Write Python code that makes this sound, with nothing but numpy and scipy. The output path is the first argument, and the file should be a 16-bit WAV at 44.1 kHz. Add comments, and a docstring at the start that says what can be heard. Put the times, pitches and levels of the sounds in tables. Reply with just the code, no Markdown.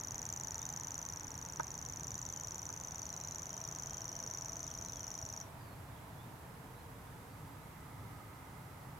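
"""Warbler reeling in a meadow.

A warbler's syrinx pulses out 27 syllables a second, each a sharp rising tick and a short falling note.
The song scatters off the plants and stops after 5.4 s. Other birds whistle far off. Something knocks
nearby, then again faintly. Under it all: distant rumble, open-air wash, faint microphone hiss and whine."""
import sys
import numpy as np
from scipy import signal
from scipy.fft import rfft, irfft, next_fast_len
from scipy.io import wavfile

SR = 44100
rng = np.random.default_rng(int(sys.argv[2]) if len(sys.argv) > 2 else 0)


def store_pcm(level_fs):
    """Save levels as 16-bit WAV."""
    pcm = np.round(np.clip(level_fs, -1, 1) * 32767).astype(np.int16)
    wavfile.write(sys.argv[1], SR, np.atleast_2d(pcm).T)


N = 396459
TIME_S = np.arange(N) / SR

# tick gesture: offset_s, pitch_hz, gain_db
TICK = [(-.0013, 3850, -30.5), (-.00085, 4770, -11), (-.00045, 6500, -2), (0, 6700, -1.5),
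        (.00045, 6850, -3.5), (.00085, 7000, -9.5), (.0012, 8000, -20), (.0018, 8300, -44)]
# note gesture: offset_s, bend_hz, gain_db
NOTE = [(-.0007, 400, -29), (-.0001, 256, -1), (.0006, 117, 1), (.002, 42, 3), (.0033, -70, -2),
        (.0044, -230, -8), (.0058, -320, -21.5)]
# tick tuning, sinking late in the song: time_s, shift_hz
TICK_SHIFT = [(0, -32), (.5, 68), (1.2, -33), (2.3, 33), (3.7, -73), (4.1, -200), (4.7, -130), (5.4, -130)]
# note tuning, sagging at the end: time_s, pitch_hz
NOTE_PITCH = [(0, 5890), (.7, 5940), (1.4, 5870), (2.4, 5940), (3.9, 5870), (4.25, 5830), (4.5, 5880),
              (5.4, 5800)]
# reel rate: time_s, syllables_per_s
PACE = [(0, 27.59), (.68, 27.44), (.7, 27.69), (2.57, 27.29), (2.6, 27.52), (4.12, 27.2), (4.85, 27.44),
        (5.08, 27.35), (5.4, 26.56)]
# song level, dipping as the beak turns away: time_s, tick_db, note_db
SONG_LEVEL = [(0, -32.5, -38), (.31, -29, -37.5), (1.05, -31, -37.7), (1.22, -34.4, -39.9),
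              (1.55, -34.5, -41), (2.11, -31.5, -37.5), (2.6, -32, -38), (2.679, -33.5, -39),
              (3.5, -33, -38.5), (4.411, -33, -37), (4.94, -33.9, -39.5), (5.15, -33, -38),
              (5.4, -33.5, -40)]
# forward-beamed octave, fading as the head turns: time_s, gain_db
OCTAVE_BEAM = [(1.0, -1), (1.3, -3.5)]
# return from the plants, growing as the head turns: time_s, gain_db
PLANT_SCATTER = [(0, -17), (1.1, -14.5), (2.5, -13.5), (4, -11), (5.4, -10.5)]

# far contact calls, upward hooks: start_s, start_hz, level_db
HOOKS = [(.575, 3480, -69.5), (2.095, 3560, -68), (2.887, 3430, -69), (5.42, 3430, -74), (6.08, 3520, -76),
         (6.175, 3420, -68), (6.723, 3780, -74), (7.04, 3410, -71), (7.15, 3410, -73), (7.28, 4430, -78),
         (7.57, 3750, -73.5), (7.98, 3430, -77), (8.08, 4400, -76)]
# far falling slurs: start_s, length_s, start_hz, end_hz, level_db
SLURS = [(.38, 0.2, 5200, 4300, -74), (2.249, 0.17, 3950, 2950, -74), (2.98, .15, 4900, 4200, -73),
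         (3.582, .17, 4600, 3130, -72), (4.324, 0.11, 4960, 4500, -73), (4.821, .26, 4550, 2870, -68),
         (5.575, .17, 5050, 4280, -68.5)]
# far held notes, flat-topped arches: start_s, length_s, top_hz, level_db
ARCHES = [(3.087, .08, 4040, -73), (3.19, .065, 4020, -71.5), (3.286, 0.064, 4040, -73),
          (3.5, .1, 3150, -69), (3.859, .175, 3220, -67.5), (4.09, .11, 3090, -71)]
# far twitters: start_s, level_db
TWITTERS = [(4.648, -61), (5.923, -64)]
# pips of one twitter: pitch_hz, gain_db
PIPS = [(3660, -2), (3740, -2), (3380, 1), (3150, 1), (2870, -5)]

# knocks: start_s, level_db
KNOCKS = [(1.5983, -25), (2.696, -41)]
# modes of the knocked object: freq_hz, gain_db, t60_s
KNOCK_MODES = [(470, -40, .04), (652, -9.5, 0.043), (926, 3.5, 0.02), (1250, 4, 0.0097), (1480, -3, 0.013),
               (2510, -8, 0.0049)]

# distant rumble spectrum: freq_hz, relative_db
RUMBLE = [(18, -44), (35, -14), (60, -4), (100, -0.5), (135, 0.5), (175, -4.5), (220, -12.5), (280, -9),
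          (380, -22.5), (700, -45.5)]
# rumble swells: centre_s, half_width_s, rise_db
RUMBLE_SWELLS = [(2.0, .2, 2.5), (7.488, 0.071, 3.5), (8.05, 0.095, 4.5)]
# open-air wash spectrum: freq_hz, relative_db
WASH = [(200, -8.5), (420, -2), (540, -2), (700, -1), (930, 3), (1150, -2.5), (1500, -5.5), (2000, -9),
        (2800, -15), (4000, -19), (7000, -33)]
# wash envelope: time_s, level_db
WASH_LEVEL = [(0.0, -55.5), (1.0, -55.5), (1.78, -56.5), (3.88, -55.5), (7.34, -58), (8.99, -57.5)]
# far drones: centre_s, half_width_s, centre_hz, bandwidth_hz, level_db
DRONES = [(0.395, 1.6, 1800, 391, -69), (.7, 0.49, 907, 69.4, -64.5), (4.5, 1.5, 654.5, 43.5, -63),
          (6.9, 0.79, 462, 41.2, -67.5), (8.15, 0.99, 1260, 110, -65.5), (8.2, 1, 2050, 200, -70.5)]
# likeness of outdoor noise between the ears: freq_hz, coherence
AIR_COHERENCE = [(75, .94), (140, .98), (300, .83), (600, .6), (1100, .3), (2000, .1), (5000, .05)]
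# balance of outdoor noise: freq_hz, left_minus_right_db
AIR_BALANCE = [(100, -0.2), (300, 0), (700, -1.5), (1200, -4.5), (2500, -4.5), (5000, -0.5)]

# hiss common to both channels: freq_hz, relative_db
COMMON_HISS = [(2000, -4.5), (6000, -2), (9000, 2.5), (12500, 5.5), (13500, 4), (16000, -3.5)]
# hiss of each channel alone: freq_hz, relative_db
CHANNEL_HISS = [(2500, -2), (5000, 4), (8000, 4.5), (11000, -2), (12500, -35), (16000, -33)]
# electronic tone comb: freq_hz, level_db
WHINE = [(5000, -89), (6000, -87), (7000, -89), (8000, -91), (9000, -92), (10000, -89), (11000, -84),
         (12000, -80), (13000, -83), (14000, -89)]


def warbler(note_lag_s=0.01, lag_spread_s=0.00015, ground_s=0.00749, ground_db=-21):
    """Alternating ticks and notes, with a weak ground echo and a short haze from the plants."""
    ticks, notes = np.zeros((2, N))
    knots_s, tick_curve_db, note_curve_db = np.transpose(SONG_LEVEL)
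    for start_s in syllable_times():
        tick_db = np.interp(start_s, knots_s, tick_curve_db) + rng.normal(0, 0.9)
        note_db = np.interp(start_s, knots_s, note_curve_db) + rng.normal(0, 0.46)
        shift_hz = at_time(TICK_SHIFT, start_s) + rng.normal(0, 40)
        note_hz = at_time(NOTE_PITCH, start_s) + rng.normal(0, 45)
        note_s = start_s + rng.normal(note_lag_s, lag_spread_s)
        beam_db = at_time(OCTAVE_BEAM, start_s)
        tick = syrinx_pulse(TICK, shift_hz, tick_db, octave_db=beam_db - 21, waver_hz=99, rough=0.07)
        note = syrinx_pulse(NOTE, note_hz, note_db, octave_db=beam_db - 21.5, waver_hz=52.6, rough=0.09)
        add(ticks, start_s + TICK[0][0], tick)
        add(notes, note_s + NOTE[0][0], note)
    direct = ticks * pan(balance_db=-1.3) + notes * pan(balance_db=4.5)
    haze = from_db(at_time(PLANT_SCATTER)) * scatter(ticks + from_db(2) * notes, t60_s=0.19, gap_s=0.0021)
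    return direct + haze + from_db(ground_db) * delayed(ticks + notes, ground_s)


def syllable_times(first_s=0.0005, end_s=5.42):
    """One syllable per cycle of the reel."""
    t = TIME_S[TIME_S < end_s]
    cycles = np.cumsum(at_time(PACE, t)) / SR
    return first_s + np.interp(np.arange(int(cycles[-1]) + 1), cycles, t)


def syrinx_pulse(gesture, shift_hz, level_db, octave_db, waver_hz, rough):
    """A gliding, slightly rough sine with a weak octave."""
    knots_s, curve_hz, curve_db = np.transpose(gesture)
    t = np.arange(knots_s[0], knots_s[-1], 1 / SR)
    pitch_hz = np.interp(t, knots_s, curve_hz) + shift_hz + waver_hz * wobble(len(t), rate_hz=2350)
    phase = 2 * np.pi * (np.cumsum(pitch_hz) / SR + rng.random())
    envelope = from_db(level_db + np.interp(t, knots_s, curve_db))
    envelope *= 1 + rough * wobble(len(t), rate_hz=1000)
    return envelope * (np.sin(phase) + from_db(octave_db) * np.sin(2 * phase))


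def far_birds(hook_s=0.093, hook_rise_hz=505, arch_drop_hz=300, arch_drop_s=0.08):
    """Twitters, rising calls, falling slurs and held notes, blurred by distance."""
    calls = twitters()
    for start_s, start_hz, level_db in HOOKS:
        add(calls, start_s, whistle(start_hz + hook_rise_hz * progress(hook_s) ** 2, level_db))
    for start_s, length_s, start_hz, end_hz, level_db in SLURS:
        fall = (1 - progress(length_s)) ** 1.5
        add(calls, start_s, whistle(end_hz + (start_hz - end_hz) * fall, level_db))
    for start_s, length_s, top_hz, level_db in ARCHES:
        from_top = np.abs(progress(length_s) - 0.5) * length_s / arch_drop_s
        add(calls, start_s, whistle(top_hz - arch_drop_hz * from_top ** 3, level_db))
    direct = from_db(-2) * calls * pan(balance_db=-4.5)
    return direct + from_db(-9) * scatter(calls, t60_s=0.3, gap_s=0.01)


def twitters(step_s=0.022, pip_s=0.013, rise_hz=550):
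    """Runs of rising pips that tumble down in pitch."""
    out, u = np.zeros(N), progress(pip_s)
    for start_s, level_db in TWITTERS:
        for k, (pitch_hz, gain_db) in enumerate(PIPS):
            phase = 2 * np.pi * np.cumsum(pitch_hz + rise_hz * (u - 0.5)) / SR
            pip = from_db(level_db + gain_db) * np.sin(np.pi * u) * np.sin(phase)
            add(out, start_s + k * step_s - pip_s / 2, pip)
    return out


def whistle(pitch_hz, level_db, flutter_db=5.0, waver_hz=25):
    """An unsteady sine with soft ends."""
    size = len(pitch_hz)
    swell = np.sin(np.linspace(0, np.pi, size)).clip(0) ** (1 / 3)
    phase = 2 * np.pi * np.cumsum(pitch_hz + waver_hz * wobble(size, rate_hz=152)) / SR
    return from_db(level_db + flutter_db * wobble(size, rate_hz=69)) * swell * np.sin(phase)


def knocks(attack_s=0.00045, crack_t60_s=0.013, echo_s=0.0032, far_ear_s=0.00084):
    """Dry knocks to one side: damped modes and a crack, one hard reflection, a short tail."""
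    t, hits = TIME_S[:SR // 5], np.zeros(N)
    ring = sum(from_db(db - 60 * t / t60_s) * np.sin(2 * np.pi * hz * t) for hz, db, t60_s in KNOCK_MODES)
    crack = signal.sosfilt(signal.butter(2, 5000, fs=SR, output="sos"), rng.standard_normal(len(t)))
    knock = ring * (1 - np.exp(-t / attack_s)) + from_db(-13 - 60 * t / crack_t60_s) * crack
    for start_s, level_db in KNOCKS:
        add(hits, start_s, from_db(level_db) * knock)
    hits += from_db(-23) * delayed(hits, echo_s)
    direct = np.array([hits, delayed(hits, far_ear_s)]) * pan(balance_db=-3.2)
    return direct + from_db(-6) * scatter(hits, t60_s=0.03, gap_s=0.0044)


def rumble(level_db=-53.5):
    """Low distant noise with brief swells."""
    swell_db = sum(rise_db * bump(centre_s, half_s) for centre_s, half_s, rise_db in RUMBLE_SWELLS)
    return from_db(level_db + swell_db) * air_noise(RUMBLE)


def wash():
    """Broad, nearly steady noise of the open air."""
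    return from_db(at_time(WASH_LEVEL)) * air_noise(WASH)


def drones():
    """Far, narrow noise bands that swell and fade."""
    out = np.zeros((2, N))
    for centre_s, half_s, centre_hz, width_hz, level_db in DRONES:
        edges_hz = [centre_hz - width_hz / 2, centre_hz + width_hz / 2]
        band = signal.butter(2, edges_hz, "band", fs=SR, output="sos")
        common, left, right = signal.sosfilt(band, rng.standard_normal((3, N)))
        drone = unit_rms(common + 0.58 * np.array([left, right])) * pan(at_hz(AIR_BALANCE, centre_hz))
        out += from_db(level_db) * bump(centre_s, half_s) * drone
    return out


def microphone_hiss(level_db=-66):
    """Self-noise, part common and part per channel."""
    size = next_fast_len(N, True)
    hz = np.fft.rfftfreq(size, 1 / SR)
    common, left, right = rfft(rng.standard_normal((3, size)))
    separate = np.array([left, right]) * from_db(at_hz(CHANNEL_HISS, hz))
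    hiss = irfft(common * from_db(at_hz(COMMON_HISS, hz)) + separate)[:, :N]
    return from_db(level_db) * unit_rms(hiss)


def microphone_whine(flutter_hz=100):
    """Thin electronic tones; flutter adds sidebands."""
    comb = sum(from_db(db) * np.sin(2 * np.pi * (hz * TIME_S + rng.random())) for hz, db in WHINE)
    return np.sqrt(2) * comb * (1 + np.sin(2 * np.pi * flutter_hz * TIME_S))


def air_noise(spectrum):
    """Stereo outdoor noise, coherent in the bass and diffuse in the treble."""
    size = next_fast_len(N, True)
    hz = np.fft.rfftfreq(size, 1 / SR)
    mid, side = rfft(rng.standard_normal((2, size)))
    coherence = np.clip(at_hz(AIR_COHERENCE, hz), 0, 1)
    ears = np.sqrt(1 + coherence) * mid + np.sqrt(1 - coherence) * side * [[1], [-1]]
    noise = irfft(ears * from_db(at_hz(spectrum, hz)) * pan(at_hz(AIR_BALANCE, hz)))[:, :N]
    return noise / noise.mean(0).std()


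def scatter(x, t60_s, gap_s):
    """Dense weak reflections off leaves and stalks, separate for each ear."""
    t = TIME_S[:SR // 2]
    echoes = rng.standard_normal((2, len(t))) * from_db(-60 * t / t60_s) * (t > gap_s)
    echoes /= np.sqrt((echoes ** 2).sum(1, keepdims=True))
    return signal.fftconvolve(np.atleast_2d(x), echoes, axes=1)[:, :N]


def delayed(x, delay_s):
    """Fractional delay."""
    return np.interp(TIME_S - delay_s, TIME_S, x, left=0)


def wobble(size, rate_hz):
    """Random curve through Gaussian knots."""
    knots = rng.standard_normal(512)
    return np.interp(np.arange(size) / SR * rate_hz, np.arange(512), knots)


def progress(length_s):
    """Ramp from 0 to 1."""
    return np.linspace(0, 1, int(length_s * SR))


def bump(centre_s, half_s):
    """Bell curve, peak 1."""
    return np.exp(-((TIME_S - centre_s) / half_s) ** 2)


def at_time(rows, time_s=TIME_S):
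    """Interpolate in time."""
    return np.interp(time_s, *np.transpose(rows))


def at_hz(rows, hz):
    """Interpolate in log frequency."""
    knots_hz, values = np.transpose(rows)
    return np.interp(np.log(hz + 1), np.log(knots_hz), values)


def from_db(db):
    """Decibels to gain."""
    return 10 ** (np.asarray(db) / 20)


def unit_rms(x):
    """Scale to unit power."""
    return x / np.sqrt(np.mean(x ** 2) + 1e-20)


def pan(balance_db):
    """Stereo gains; positive is left."""
    return from_db(np.array([[0.5], [-0.5]]) * balance_db)


def add(track, start_s, sound):
    """Mix into a track in place."""
    start = max(int(start_s * SR), 0)
    part = track[..., start:start + sound.shape[-1]]
    part += sound[..., :part.shape[-1]]


def scene():
    """Meadow plus microphone noise, in stereo."""
    meadow = warbler() + far_birds() + knocks() + rumble() + wash() + drones()
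    return meadow + microphone_hiss() + microphone_whine()


def record(dry):
    """Steep low-pass at 16 kHz."""
    lowpass = signal.firwin(401, 16000, fs=SR, window="blackman")
    return signal.fftconvolve(dry, lowpass[None], "same", axes=1)


dry = scene()
out = record(dry)
store_pcm(out)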